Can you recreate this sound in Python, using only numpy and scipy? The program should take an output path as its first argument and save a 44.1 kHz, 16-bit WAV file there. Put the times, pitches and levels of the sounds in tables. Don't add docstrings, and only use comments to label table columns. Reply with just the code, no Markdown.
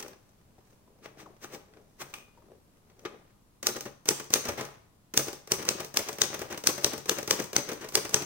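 import sys
import numpy as np
from scipy import signal
from scipy.io import wavfile

SR = 44100
rng = np.random.default_rng(int(sys.argv[2]) if len(sys.argv) > 2 else 0)


def put_to_file(sound):
    columns = np.atleast_2d(sound).T
    safe = np.clip(columns, -1, 1)
    whole_steps = np.round(safe * 32767)
    wavfile.write(sys.argv[1], SR, whole_steps.astype(np.int16))


N = 363825

# crack_s, press_before_s, return_after_s, rest_after_return_s,
# crack_db, thump_db, left_over_right_db, press_db, return_db, rest_db
LETTERS = [(3.6688, .0410, .0945, .0440, -6, -24, -2, -34, -38, -34),
           (4.0885, .0327, .1085, .0440, -2.5, -19, -2, -39, -38, -46),
           (4.3383, .0352, .1135, .0410, -1.5, -21, -2.5, -38, -36, -36),
           (5.1750, .0370, .1060, .0485, -2.1, -16, -3, -33, -38, -36),
           (5.5193, .0462, .1050, .0440, -6.5, -20.5, -.6, -45, -39, -44),
           (5.6889, .0380, .1125, .0445, -6.5, -22, 2.5, -38, -35, -36),
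           (5.9714, .0308, .1140, .0430, -3.5, -24, 1.5, -37, -33, -36),
           (6.2172, .0335, .1240, .0505, -3, -17.5, 3.5, -37, -34, -35),
           (6.6710, .0335, .1070, .0440, -1.5, -21.5, .1, -35, -37, -46),
           (6.8449, .0340, .0870, .0465, -4.5, -18.5, 4.5, -47, -35, -35.5),
           (7.0947, .0382, .0890, .0445, -4.5, -18, 2.5, -40, -33, -36),
           (7.3092, .0336, .0880, .0435, -3, -19, 3, -31, -33, -37),
           (7.5642, .0343, .1235, .0440, -5, -20.5, 2.1, -35, -35, -38),
           (7.9535, .0320, .0955, .0432, -1.5, -17.5, .1, -44, -36, -35),
           (8.1431, .0340, .0762, .0440, -4, -18.5, 2.5, -47, -36, -40)]


def gain_of(db):
    return 10 ** (np.asarray(db) / 20)


def unit_level(x):
    return x / np.sqrt(np.mean(x ** 2) + 1e-20)


def curve_at(points, hz):
    pitch_hz, value = np.transpose(points)
    return np.interp(np.log(hz + 1), np.log(pitch_hz + 1), value)


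def add(mix, start_s, sound):
    part = mix[..., round(start_s * SR):][..., :sound.shape[-1]]
    part += sound[..., :part.shape[-1]]


def push(force, start_s, parts_db, contact):
    add(force, start_s, gain_of(parts_db)[:, None, None] * contact)


def tone_filter(*curves):
    hz = np.fft.rfftfreq(4096, 1 / SR)
    db = sum(curve_at(curve, hz) for curve in curves)
    log_gain = np.log(gain_of(np.r_[db, db[-2:0:-1]]))
    return np.fft.ifft(np.exp(np.conj(signal.hilbert(log_gain)))).real[:1024]


def ring(force, tones):
    t = np.arange(SR // 2) / SR
    note = sum(gain_of(db - 60 * t / fade_s) * np.sin(2 * np.pi * hz * t) for hz, db, fade_s in tones)
    return signal.oaconvolve(force, note[None] / np.linalg.norm(note))[:, :N]


def rough(shape, likeness=0.54):
    a, b = rng.standard_normal((2, 3, shape.shape[-1]))
    noise = np.stack([a, likeness * a + np.sqrt(1 - likeness ** 2) * b], axis=1)
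    noise[2] += .08
    return shape * noise


def knock(contact_s, chatter=0.26, slowness=(1.1, 1.8, 1.6)):
    t = np.arange(round(.12 * SR)) / SR
    age = t / (contact_s * np.array(slowness)[:, None, None])
    blow = age * np.exp(1 - age)
    return rough(blow + chatter * (1 - np.exp(-age)) * np.exp(-t / 0.035))


def hush():
    noise_colour = [(12, -22.5), (20, 2), (33, -6), (113, 1.5), (145, -3), (187, -1), (345, -10),
                    (891, -16), (969, -14), (1560, -22.5), (2120, -24.5), (3400, -25.5), (15800, -26.5)]
    side_likeness = [(60, 0.97), (240, 0.64), (950, 0.074), (3770, 0.011), (15000, -0.48)]
    hz = np.fft.rfftfreq(2048, 1 / SR)
    a, b, c, d = rng.standard_normal((N // 512 + 5, 1025, 4)).T
    likeness = curve_at(side_likeness, hz)[:, None]
    left = a + 1j * b
    right = likeness * left + np.sqrt(1 - likeness ** 2) * (c + 1j * d)
    spectrum = np.array([left, right]) * gain_of(curve_at(noise_colour, hz))[:, None]
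    noise = signal.istft(spectrum, nperseg=2048, noverlap=1536)[1][:, :N]
    return gain_of([[-62], [-63]]) * unit_level(noise)


def rattle():
    # time_s, steel_db, cover_db, frame_db
    handling = [(0.0, -32, -40, -40), (0.028, -65, -57, -45.5), (0.134, -69, -61, -50),
                (0.22, -79, -79, -74), (0.5, -88, -81, -71), (0.704, -70, -74, -67),
                (0.976, -99, -89, -63.5), (1.272, -81, -75, -51.5), (1.416, -77, -73, -75),
                (1.536, -70, -59, -49), (1.638, -82, -74, -66), (1.782, -78, -77, -54),
                (1.95, -76, -82, -72), (2.164, -57, -62, -53), (2.3, -85, -76.5, -71),
                (2.516, -82, -77, -53), (2.638, -80, -84, -76), (2.844, -84, -77, -67),
                (3.03, -72, -74, -55), (3.12, -74, -66, -45.5), (3.352, -90, -80, -81)]
    times_s, *columns = np.transpose(handling)
    motion = gain_of([np.interp(np.arange(N) / SR, times_s, db, -150, -150) for db in columns])
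    t = np.arange(-.2, .4, 1 / SR)
    for time_s, db, _, shake in key_levers() + space_bar():
        if shake:
            *parts_db, swell_s, fade_s = shake
            shape = np.exp(-np.where(t < 0, (t / swell_s) ** 2, t / fade_s))
            add(motion, time_s + t[0], gain_of(np.add(db, parts_db))[:, None] * shape)
    knocks = gain_of(3.2 * rng.exponential(1, N)) * (rng.random(N) < 150 / SR)
    lumps = 0.81 + unit_level(signal.lfilter([1], [1, -.993], knocks))
    a, b = rng.standard_normal((2, 3, N)) * lumps
    return motion[:, None] * unit_level(np.stack([a, 0.24 * a + 1.3 * b], axis=1))


def stray_knocks(force):
    bumps = [(0.0247, -39.5, -44.5, -51, 0.0018), (0.08, -46.5, -60, -50, 0.0018),
             (0.2905, -64, -76, -62, 0.0015), (0.9868, -68, -75, -53, 0.0011),
             (1.736, -75, -55, -58, 0.00054), (1.7689, -70, -61.5, -49.5, 0.0014),
             (2.1392, -36.5, -43.5, -51.5, 0.00099), (2.8985, -70, -63.5, -70, 0.0016),
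             (2.9927, -55.5, -59, -64, 0.001), (3.05, -49.5, -37, -35, 0.0025),
             (3.8514, -47, -46, -38.5, 0.0053), (5.5809, -45, -44.5, -38, 0.0067),
             (5.7501, -60, -60, -35.5, 0.0015), (6.311, -56, -57, -43, 0.0068),
             (7.419, -37, -48, -42, 0.0022)]
    for start_s, *parts_db, contact_s in bumps:
        push(force, start_s, parts_db, knock(contact_s))


def finger_taps(force):
    taps = [(.582, -51.5, 770, 750, 0.041), (.877, -54.5, 1010, 900, 0.029), (1.26, -46, 1365, 602, 0.13),
            (2.375, -52.5, 940, 945, 0.076), (2.421, -58, 1210, 900, .05), (4.487, -24, 364, 320, 0.06)]
    notes = np.zeros((2, N))
    t = np.arange(SR // 8) / SR
    for start_s, db, first_hz, last_hz, fade_s in taps:
        push(force, start_s, np.add(db, [-20, -22, -4.5]), knock(.002))
        hz = last_hz + (first_hz - last_hz) * np.exp(-t / 0.011)
        add(notes, start_s, gain_of(db - 60 * t / fade_s) * np.sin(2 * np.pi * np.cumsum(hz) / SR))
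    return notes


def scrape(swell_s, fade_s, roundness=1.14):
    t = np.arange(-.08, .12, 1 / SR)
    return rough(np.exp(-np.where(t < 0, -t / swell_s, t / fade_s) ** roundness))


def roller(force):
    # click_s, steel_db, cover_db, frame_db, swell_s, fade_s, click_over_scrape_db
    notches = [(1.058, -55, -52, -52.5, 0.023, 0.0083, 8), (1.202, -55.5, -52.5, -58, 0.021, 0.032, -2),
               (1.444, -46.5, -49.5, -46.5, 0.022, 0.01, 5.5), (1.547, -46.5, -49, -44, 0.025, 0.016, 3),
               (2.018, -40.5, -42.5, -43, 0.017, 0.012, 2.5)]
    for click_s, *parts_db, swell_s, fade_s, click_db in notches:
        push(force, click_s - .08, parts_db, scrape(swell_s, fade_s, roundness=1.8))
        push(force, click_s, np.add(parts_db, [-4, 1.5, 3]) + click_db, knock(0.00058))


def latch():
    tones = [(2455, -19, .45), (2500, -20, .3), (2380, -3, .04), (2620, -2, .04), (2762, -2, .05),
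             (3000, -1, .04), (3300, -2, .03)]
    out = np.zeros((2, N))
    blow = knock(0.00036, chatter=0.11)[0]
    clink = ring(blow / np.linalg.norm(blow[0]), tones)
    add(out, start_s=2.1385, sound=gain_of(-9) * clink)
    return out


def key_levers():
    # [steel_db, cover_db, frame_db], contact_s
    press, back, rest = ([1.4, -8, -1.1], .0013), ([.1, -4.5, 2], .0022), ([1.1, -13, -1.5], .001)
    # steel_db, cover_db, frame_db, swell_s, fade_s
    swing, fall_back = (-21, -13, -6.5, .0002, .05), (-16, -11, -5.5, .03, .037)
    contacts = []
    for crack_s, lead_s, back_s, rest_s, *_, press_db, back_db, rest_db in LETTERS:
        contacts += [(crack_s - lead_s, press_db, press, swing),
                     (crack_s + back_s, back_db, back, fall_back),
                     (crack_s + back_s + rest_s, rest_db, rest, None)]
    return contacts


def crack():
    bite = knock(.0003, chatter=.03, slowness=(1, 1, 2))
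    slap = knock(.0006, chatter=.05, slowness=(1, 1, 2))
    blow = .8 * bite + .42 * np.roll(slap, shift=60, axis=2)
    blow[..., 8] -= 3.5
    blow = signal.sosfilt(signal.butter(1, 8000, fs=SR, output="sos"), blow)
    return 4.12 * blow / np.linalg.norm(blow, axis=2, keepdims=True)


def typebars(force):
    clack_db, step_delay_s = -22, .0155
    for crack_s, _, _, _, crack_db, thump_db, pan_db, *_ in LETTERS:
        parts_db = [crack_db, clack_db, thump_db]
        sides = gain_of([[pan_db / 2], [-pan_db / 2]])
        push(force, crack_s, parts_db, sides * crack())
        push(force, crack_s - .08, np.add(parts_db, [-26, -14, -12]), scrape(0.0084, 0.0069))
        step_db = np.add(crack_db, [-29, -35, -27.5])
        push(force, crack_s + step_delay_s, step_db, knock(0.0031, chatter=0.32))


def space_bar():
    # start_s, held_s, catch_after_release_s, rest_after_release_s,
    # down_db, up_db, rest_db
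    spaces = [(4.4850, .0870, .0366, .0785, -33.5, -39, -42), (6.4150, .0840, .0250, .0760, -37, -42, -34),
              (7.7156, .0894, .0380, .0815, -39, -45, -36.5)]
    down, up = ([.1, -3, 5.4], .002), ([-4, -2.5, 3.2], .01)
    catch, rest = ([2.9, -1.1, 7], .0017), ([.1, -12, -4], .0014)
    shake = (-16, -9, -5, .02, .07)
    contacts = []
    for start_s, held_s, catch_s, rest_s, down_db, up_db, rest_db in spaces:
        up_s = start_s + held_s
        contacts += [(start_s, down_db, down, shake), (up_s, up_db, up, None),
                     (up_s + catch_s, up_db, catch, shake), (up_s + rest_s, rest_db, rest, None)]
    return contacts


def typewriter_body(force):
    # pitch_hz, level_db, fade_s
    steel_tones = [(4710, 0.0065, 0.012), (5430, 0.0088, 0.041), (6430, 0.0047, 0.016),
                   (6650, 0.0076, 0.071), (8480, 0.0038, 0.14), (8380, 0.0052, 0.053)]
    cover_tones = [(835, 36.5, 0.056), (956, 18.5, 0.27), (1260, 24.5, 0.14), (1570, 7.5, .02),
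                   (1700, 14.5, .03), (1970, 19.5, 0.028), (2550, -27, 0.025)]
    frame_tones = [(95, -24, 0.25), (141.1, -7, 0.35), (210, -3, 0.061), (252, -6.5, .1),
                   (310.3, -2, 0.089), (369.2, 7.5, 0.045), (431.8, 6, 0.058), (502, -0.5, 0.071),
                   (564.3, -3.5, 0.085), (631, -14, 0.13), (763.6, -19, 0.035)]
    steel, cover, frame = force
    tick = signal.sosfilt(signal.butter(2, 2600, "high", fs=SR, output="sos"), steel)
    tick = gain_of(3.5) * tick + gain_of(-18.5) * ring(steel, steel_tones)
    clack = signal.sosfilt(signal.butter(2, [800, 3000], "band", fs=SR, output="sos"), cover)
    clack = gain_of(13) * clack + gain_of(-5.5) * ring(cover, cover_tones)
    frame = signal.sosfilt(signal.butter(2, 90, "high", fs=SR, output="sos"), frame)
    thump = gain_of(0.5) * ring(0.89 * frame[:1] + 0.13 * frame, frame_tones)
    return tick + clack + thump


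def room_echo(sound):
    fade_times = [(100, 0.76), (260, 0.18), (700, 0.61), (1840, 0.5), (4850, 0.52), (12800, 0.29)]
    wall_colour = [(100, -11), (1000, -9.5), (5000, -13.5), (15000, -4)]
    echoes = np.zeros((3, 2, SR))
    arrivals = np.arange(200, SR - 20, 20) + rng.integers(0, 20, (3, 2, (SR - 201) // 20))
    np.put_along_axis(echoes, arrivals, rng.choice([-1., 1.], arrivals.shape), 2)
    hz, t, spectrum = signal.stft(echoes, SR, nperseg=256)
    spectrum *= gain_of(-60 * t / curve_at(fade_times, hz)[:, None])
    tails = signal.istft(spectrum, SR, nperseg=256)[1][..., :SR * 2 // 3]
    tails /= np.linalg.norm(tails[0, 0])
    tails = signal.oaconvolve(tails, tone_filter(wall_colour)[None, None])
    cycles = 1.3 * np.arange(N) / SR + np.arange(3)[:, None, None] / 3
    turns = np.cos(2 * np.pi * cycles) * np.sqrt(2 / 3)
    return signal.fftconvolve(sound * turns, tails, axes=2).sum(0)[:, :N]


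def scene():
    # pitch_hz, level_db
    left_opening = [(60, 0), (1000, 0), (3000, 0), (4500, 0), (5400, 6), (6150, 10), (6900, 1), (7700, -4),
                    (10000, -10), (12000, -14), (14300, -8), (15600, -7)]
    right_opening = [(60, -4), (1000, -3.5), (3000, -3.5), (4500, 0), (6000, 2), (7000, -2), (8300, 3),
                     (10000, -3), (11500, -8), (13300, -6), (14700, -1), (15600, -1)]
    shared_colour = [(60, -6), (1000, 2.5), (3200, -3), (4500, -2), (6200, -1.87), (8000, -2.5),
                     (11000, -0.95), (13500, 0), (15600, -1.5)]
    force = np.zeros((3, 2, N))
    stray_knocks(force)
    tap_notes = finger_taps(force)
    for time_s, db, (parts_db, contact_s), _ in key_levers() + space_bar():
        push(force, time_s, np.add(db, parts_db), knock(contact_s))
    roller(force)
    typebars(force)
    near = typewriter_body(force + rattle()) + latch() + tap_notes
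    near[0] = np.roll(near[0], shift=3)
    microphones = np.array([tone_filter(side, shared_colour) for side in (left_opening, right_opening)])
    return signal.oaconvolve(near + room_echo(near), microphones, axes=1)[:, :N] + hush()


def record(dry):
    ceiling, cutoff_hz = 1.05, 15900
    squeezed = ceiling * np.tanh(dry / ceiling)
    treble_cut = signal.firwin(511, cutoff_hz, window=("kaiser", 9), fs=SR)
    return signal.oaconvolve(squeezed, treble_cut[None], "same")


dry = scene()
out = record(dry)
put_to_file(out)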